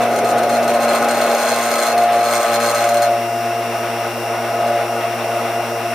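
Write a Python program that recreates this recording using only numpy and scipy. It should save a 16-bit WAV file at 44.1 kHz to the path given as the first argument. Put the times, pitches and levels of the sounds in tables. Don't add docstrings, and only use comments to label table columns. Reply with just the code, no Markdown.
import sys
import numpy as np
from scipy import signal
from scipy.fft import rfft, irfft
from scipy.io import wavfile

SR = 44100
rng = np.random.default_rng(int(sys.argv[2]) if len(sys.argv) > 2 else 0)


def unload_wav(signal):
    wavfile.write(
        sys.argv[1],
        SR,
        np.round(np.clip(np.atleast_2d(signal).T, -1, 1) * 32767).astype(np.int16),
    )


def how_loud(loudness_db):
    steps = np.asarray(loudness_db, float) / 20
    return 10 ** steps


N = 261954
TIME_S = np.arange(N) / SR


def in_time(rows):
    s, value = np.transpose(rows)
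    return np.interp(TIME_S, s, value)


def noise():
    return rng.standard_normal(N)


def shape(x, points):
    hz, db = np.transpose(points)
    bins = np.maximum(np.arange(N // 2 + 1) * SR / N, 1)
    gain_db = np.interp(np.log(bins), np.log(hz), db)
    return irfft(rfft(x) * how_loud(gain_db), N)


def pass_band(x, order, edge_hz, kind):
    return signal.sosfilt(signal.butter(order, edge_hz, kind, fs=SR, output="sos"), x)


def band_one(x, low_hz, high_hz):
    band = pass_band(x, 4, [low_hz, high_hz], "band")
    return x / np.sqrt(np.mean(band ** 2) + 1e-20)


def drift(rate_hz):
    r = np.exp(-40 * np.pi * rate_hz / SR)
    slow = signal.lfilter([1], [1, -2 * r, r * r], rng.standard_normal(N // 20 + 2002))[2000:]
    return np.interp(np.arange(N) / 20, np.arange(len(slow)), slow / slow.std())


def resonate(x, modes):
    out = 0
    for k, (hz, width, db) in enumerate(modes):
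        r = np.exp(-np.pi * width / SR)
        zeros = [(1 - r * r) / 2, 0, (r * r - 1) / 2]
        poles = [1, -2 * r * np.cos(2 * np.pi * hz / SR), r * r]
        out = out + (-1) ** k * how_loud(db) * signal.lfilter(zeros, poles, x + 1e-18)
    return out


def tone(turns, db, flutter_db):
    start = rng.random()
    level = how_loud(db + flutter_db * drift(7.2))
    return np.sqrt(2) * level * np.sin(2 * np.pi * (turns + start))


def multiple_db(law, free, lean, thick):
    # (shaft multiple, time [s], half width [s], level [dB])
    swells = [(6, 0.23, 0.43, 5.5), (6, 1.24, .3, -18), (6, 2.086, 0.19, 9), (6, 2.29, 0.11, 1),
              (6, 3.02, 0.22, 9), (6, 3.47, 0.2, 3.5), (6, 4.15, 0.06, -13), (6, 4.68, .12, 5),
              (6, 5.2, 0.053, -5), (6, 5.68, .05, -6), (5, 1.02, 0.62, 13), (5, 0.748, 0.032, 8),
              (5, 1.786, 0.13, 10.5), (5, 2.58, 0.62, 15.5), (5, 3.06, 0.16, 6), (5, 4.73, .1, 14.5),
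              (5, 5.8, .3, 0), (1, 0.28, 0.5, 3.5), (1, 1.37, .1, -13), (1, 1.8, .08, -10),
              (1, 2.45, 0.045, -9), (2, 0.23, .25, -2.5), (2, 1.05, 0.27, 2), (2, 2.58, .09, 6.5),
              (2, 2.26, .12, -1), (11, 1.5, .2, -8), (11, 1.997, 0.066, -13), (9, 2.11, .17, -8),
              (7, 1.37, .1, 3), (4, 3.15, 0.36, -6)]
    multiple, rest_db, free_db, lean_db, thick_db = law
    swell_db = sum(db * np.exp(-((TIME_S - s) / width) ** 4) for m, s, width, db in swells if m == multiple)
    return rest_db + free_db * free + lean_db * lean + thick_db * thick + swell_db


def motor(turns, free, lean, thick):
    # (shaft multiple, at rest [dB], gain running free [dB], gain leaning [dB], gain once thick [dB])
    hum_law = [(1, -47.5, 11, 0.1, -0.3), (2, -26.5, -1.9, 1.1, -12), (5, -37.5, -0.7, 0.3, 0.8),
               (6, -25.0, -0.7, 1.55, -0.17)]
    # (shaft multiple, at rest [dB], gains free, leaning, once thick [dB])
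    glass_law = [(4, -36.0, 0.11, 4.3, 0.1), (7, -41, 0.1, 12, 0.1), (9, -54, 0.1, 23, 0.1),
                 (11, -51, 0.1, 20, 3.4), (10, -71, 0.1, 31, 10)]
    # (shaft multiple, touching [dB], running free [dB])
    whine_lines = [(3, -43, -38.5), (8, -53, -44), (23, -58, -53), (24, -61, -41), (42, -58, -65),
                   (43, -57, -53), (44, -60, -58), (45, -65, -54), (46, -64, -58), (47, -57, -49),
                   (48, -55, -56), (49, -55, -47), (50, -66, -62), (51, -58, -56), (52, -55, -60),
                   (53, -67, -65), (60, -68, -66), (62, -67, -61), (72, -62, -53), (73, -74, -64),
                   (76, -72, -69), (81, -65, -67), (83, -67, -59), (84, -71, -62), (86, -77, -65),
                   (96, -56, -58), (97, -62, -65), (117, -70, -62), (118, -64, -58), (119, -69, -59)]
    # (mains multiple, shaft multiple, running free [dB])
    mains_lines = [(4, 0, -41), (4, 1, -36), (2, 1, -46), (6, -1, -50), (-4, 6, -40), (4, 3, -47)]
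    hum = sum(tone(law[0] * turns, multiple_db(law, free, lean, thick), 0.12 * law[0]) for law in hum_law)
    glass = sum(tone(law[0] * turns, multiple_db(law, free, lean, thick) - 1, 2.2) for law in glass_law)
    whine = sum(tone(k * turns, touch_db + (free_db - touch_db) * free, 1.2)
                for k, touch_db, free_db in whine_lines)
    mains = 60 * TIME_S
    pull = sum(tone(m * mains + k * turns, db, 1.0) for m, k, db in mains_lines)
    return hum + glass + how_loud(0.5) * whine + how_loud(0.2) * free * pull


def contact_db(free):
    # (start [s], length [s], level [dB])
    contacts = [(0.016, 0.02, -36.5), (0.107, 0.078, -41), (0.248, 0.065, -37), (0.378, 0.0075, -34.5),
                (0.423, 0.02, -37.5), (0.498, 0.074, -34.5), (0.625, 0.019, -39), (0.681, 0.02, -35.5),
                (0.74, 0.018, -35), (0.803, 0.043, -32.5), (0.881, 0.1, -31.5), (1.005, 0.037, -36),
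                (1.08, 0.24, -33), (1.326, .2, -31.5), (1.501, 0.42, -30), (1.976, 0.072, -36),
                (2.12, 0.094, -37), (2.239, 0.14, -29.5), (2.39, .17, -31), (2.6, .11, -29.5),
                (2.743, 0.045, -29), (2.784, 0.2, -36), (3.017, 0.031, -30), (3.112, .01, -44),
                (4.665, .015, -44)]
    catch_db_per_s, slip_db_per_s = 1200, 704
    level_db = -54 - 12 * free
    for start, length, db in contacts:
        early = np.maximum(start - TIME_S, 0)
        late = np.maximum(TIME_S - start - length, 0)
        level_db = np.maximum(level_db, db - catch_db_per_s * early - slip_db_per_s * late)
    return level_db


def rattle(turns, free):
    # (time [s], peak level [dB])
    knocks = [(0.159, -14.5), (0.187, -15), (0.2448, -16.5), (0.4314, -16), (0.493, -17), (0.628, -16),
              (0.6779, -16), (0.737, -19), (0.832, -18), (0.907, -22), (1.0231, -18), (1.043, -10.5),
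              (1.0848, -13), (1.109, -12), (1.1454, -16), (1.2131, -11), (1.4257, -18), (1.485, -14),
              (1.5856, -18), (1.6886, -31), (1.7828, -16), (1.9775, -15), (2.2295, -16), (2.3072, -29),
              (2.7471, -24), (2.804, -18), (2.839, -13), (2.888, -11), (2.9416, -13.5), (2.968, -12)]
    # (frequency [Hz], width [Hz], level [dB])
    guard_modes = [(1550, 87, 3.5), (2162, 110, 0), (2663, 9.4, -10), (6880, 180, -5.5),
                   (3320, 200, -6), (4210, 81, 0), (5010, 230, -6), (5980, 110, -6), (6330, 110, -6),
             (7290, 260, -8), (7640, 39, -14), (8350, 170, -2), (8930, 51, -14), (9420, 85, -8),
             (9890, 87, -9), (11000, 120, -7), (11700, 130, -15), (12200, 72, -16), (12700, 110, -15),
             (13000, 110, -12), (13400, 94, -13), (14000, 160, -12), (14600, 57, -18), (15400, 300, -19)]
    # (frequency [Hz], width [Hz], level [dB])
    bell = [(4215, 80, 0)]
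    level = how_loud(contact_db(free))
    strike = np.diff(np.floor(turns), prepend=0)
    uneven_db = 2.8 * np.clip(noise(), -2.5, 1.2) + 1.5 * np.clip(drift(30), -2, 1.2)
    blows = strike * level * how_loud(uneven_db) * np.sqrt(SR / 117)
    for s, db in knocks:
        blows[round(s * SR)] += how_loud(db + 10)

    fade, rise = how_loud(-60 / (0.016 * SR)), np.exp(-1 / (0.0012 * SR))
    decay = np.convolve([1, -fade], [1, -rise])
    burst = signal.lfilter([1 - rise], decay, blows + 1e-18) * np.sqrt(1 - fade ** 2)
    bounce = 1 + 0.35 * np.cos(8 * np.pi * turns) + 0.4 * np.cos(10 * np.pi * turns)
    slips = how_loud(1.6 * np.clip(drift(10), -2.5, 1))
    chatter = (burst + 0.4 * level) * bounce * slips * noise()

    bright = pass_band(chatter, 2, [5500, 15800], "band")
    steel = resonate(chatter, guard_modes) + how_loud(-22) * bright
    eased = level ** 0.7 * level.max() ** 0.3
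    steel += resonate(burst * noise() + eased * noise(), bell)
    steel = pass_band(steel, 2, 700, "high")
    steel *= np.sqrt(np.mean(level ** 2) / np.mean(steel ** 2))
    return how_loud(4.5) * steel


def liquid(turns, lean, thick):
    # (time [s], level [dB])
    churn = [(0, -20), (0.3, -20.5), (0.75, -21.5), (1.0, -19.5), (1.46, -20), (1.6, -25), (1.72, -24),
             (3.11, -24), (3.19, -30.5), (3.95, -27.5), (4.05, -27.5), (4.12, -29.5), (4.66, -23),
             (4.9, -27), (5.01, -24), (5.1, -28), (5.38, -24), (5.94, -29)]
    # (frequency [Hz], level [dB per Hz])
    slosh_spectrum = [(76, -45), (130, -15.5), (146, -24), (199, -15.5), (215, -16), (231, -10),
                      (264, -11.5), (560, 0), (730, -21), (1230, -120)]
    # (frequency [Hz], level [dB per Hz])
    froth_spectrum = [(520, -28.5), (880, -1), (995, -3.5), (1100, -1), (1350, -5), (2240, -7), (2520, -8),
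                      (2700, -8.5), (3050, -15.5), (4500, -20), (5850, -82), (9900, -120)]
    # (frequency [Hz], width [Hz], level [dB])
    air_column = [(567.5, 75, -7), (680, 48, 0), (817.3, 35, -5.5), (904, 104, -15), (1257, 29.5, -7),
                  (1460, 45, -8.5)]
    # (frequency [Hz],
    # width [Hz], level [dB])
    narrow_peaks = [(1425, 25, 3), (2020, 30, 4), (2175, 25, 2), (2632, 20, 8), (2860, 20, 4), (3250, 40, 4),
                    (3545, 20, 9), (3775, 20, 8)]
    # (frequency [Hz], level [dB])
    rim_dip = [(845, 0), (885, -10), (915, 0)]
    column_db = in_time(churn)
    swing_db = column_db + 25
    slosh_db = -35 + 0.42 * swing_db - 9.5 * thick
    froth_db = -32.5 + 0.23 * swing_db + 2.5 * lean
    sweep = 1 + 0.11 * np.cos(2 * np.pi * turns)

    slosh = band_one(shape(noise(), slosh_spectrum), 247, 358.3) * how_loud(slosh_db + 1.5 * drift(25))

    column = resonate(resonate(noise() * sweep, air_column), [(700, 780, 0)])
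    column = pass_band(band_one(column, 608, 688.3), 2, 250, "high")
    column = column * how_loud(column_db - 2.12 + 0.74 * drift(17))

    froth = shape(noise() * sweep, froth_spectrum)
    froth += resonate(shape(noise(), froth_spectrum), narrow_peaks)
    froth = band_one(froth, 1305, 2840) * how_loud(froth_db + 0.73 + 1.07 * drift(7.6))
    return slosh + shape(column + froth, rim_dip)


def fan(turns):
    # (frequency [Hz], level [dB per Hz])
    air_spectrum = [(2650, -28), (4500, -9.5), (5630, -4.5), (6440, -10.5), (7380, -10.5), (7970, -12),
                    (8400, -13.5), (8850, -13.5), (11200, -4), (11500, -13.5), (12100, -23), (13300, -11.5),
                    (14200, -10), (15200, -10.5), (15500, -24)]
    # (frequency [Hz], level [dB])
    air_dip = [(11400, -2.5), (11750, -6), (12250, -10), (12400, -1)]
    pulse = 1 + 0.3 * np.cos(4 * np.pi * turns) + 0.2 * np.cos(12 * np.pi * turns)
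    one_turn = rng.standard_normal(380)
    repeating = np.interp(turns % 1, np.linspace(0, 1, len(one_turn)), one_turn)
    air = shape(noise() * pulse + 0.7 * repeating, air_dip)
    air = shape(air, air_spectrum) * how_loud(0.5 * drift(4.2))
    return how_loud(-46) * band_one(air, 6780, 10500)


def reflections(x):
    t60_s = 0.11
    t = np.arange(int(0.2 * SR)) / SR
    echo = rng.standard_normal(len(t)) * how_loud(-60 * t / t60_s)
    return signal.fftconvolve(x, echo / np.linalg.norm(echo))[:N]


def room_rumble():
    # (frequency [Hz], level [dB per Hz])
    rumble_spectrum = [(13, -66), (22, -36), (59, -23), (81, -26), (89, -12), (100, -20), (130, -27),
                       (220, -120)]
    return band_one(shape(noise(), rumble_spectrum), 30, 100)


def scene():
    # (time [s], speed [turns per s])
    speed = [(0, 118.42), (0.3, 118.25), (0.48, 118.38), (0.7, 118.1), (0.86, 117.57), (1.08, 117.88),
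             (1.45, 117.87), (1.68, 117.52), (1.9, 117.42), (2.08, 117.15), (2.26, 117.42), (2.48, 116.65),
             (3.08, 116.68), (3.33, 115.55), (3.48, 115.78), (4.52, 115.97), (4.68, 116.62), (4.95, 115.92)]
    # (time [s], share of running free [0-1])
    grip = [(0, 0.52), (1.8, 0.12), (2.5, 0.7), (3.0, 0.8), (3.2, 1), (5.94, 0.99)]
    # (time [s], share [0-1])
    leaning = [(0, 0), (0.55, 0.1), (0.8, 0.84), (1.8, 0.97), (2.75, 0.94), (3.1, 0.35), (3.3, 0.01),
               (4.35, 0.34), (4.68, 0.42), (4.95, 0.26), (5.94, 0.02)]
    # (frequency [Hz], level [dB])
    side_level = [(60, -10), (130, -12), (290, -15), (640, -19), (1410, -13), (3100, -6), (6820, -3),
                  (15000, -1)]
    turns = np.cumsum(in_time(speed) + 0.03 * drift(6)) / SR
    free = np.clip(in_time(grip), 0, 1)
    lean = in_time(leaning)
    thick = np.minimum(TIME_S / 2.76, 1)

    treble = fan(turns) + rattle(turns, free)
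    sources = [motor(turns, free, lean, thick), treble, liquid(turns, lean, thick)]
    side = shape(sum(map(reflections, sources)), side_level)
    mid = sum(sources) + how_loud(-15) * reflections(treble)
    mid = mid + how_loud(-68) * room_rumble()
    side = side + how_loud(-65) * room_rumble()
    left_db = 0.5
    return np.array([mid + side, mid - side]) * how_loud([[left_db / 2], [-left_db / 2]])


def roll_off(x):
    return signal.sosfilt(signal.butter(12, 15750, fs=SR, output="sos"), x)


def record(dry):
    over = np.maximum(np.abs(dry) - 0.4, 0)
    rounded = dry - np.sign(dry) * (over - 0.2 * np.tanh(over / 0.2))
    mix = pass_band(rounded, 6, 16200, "low")
    return roll_off(mix)


dry = scene()
out = record(dry)
unload_wav(out)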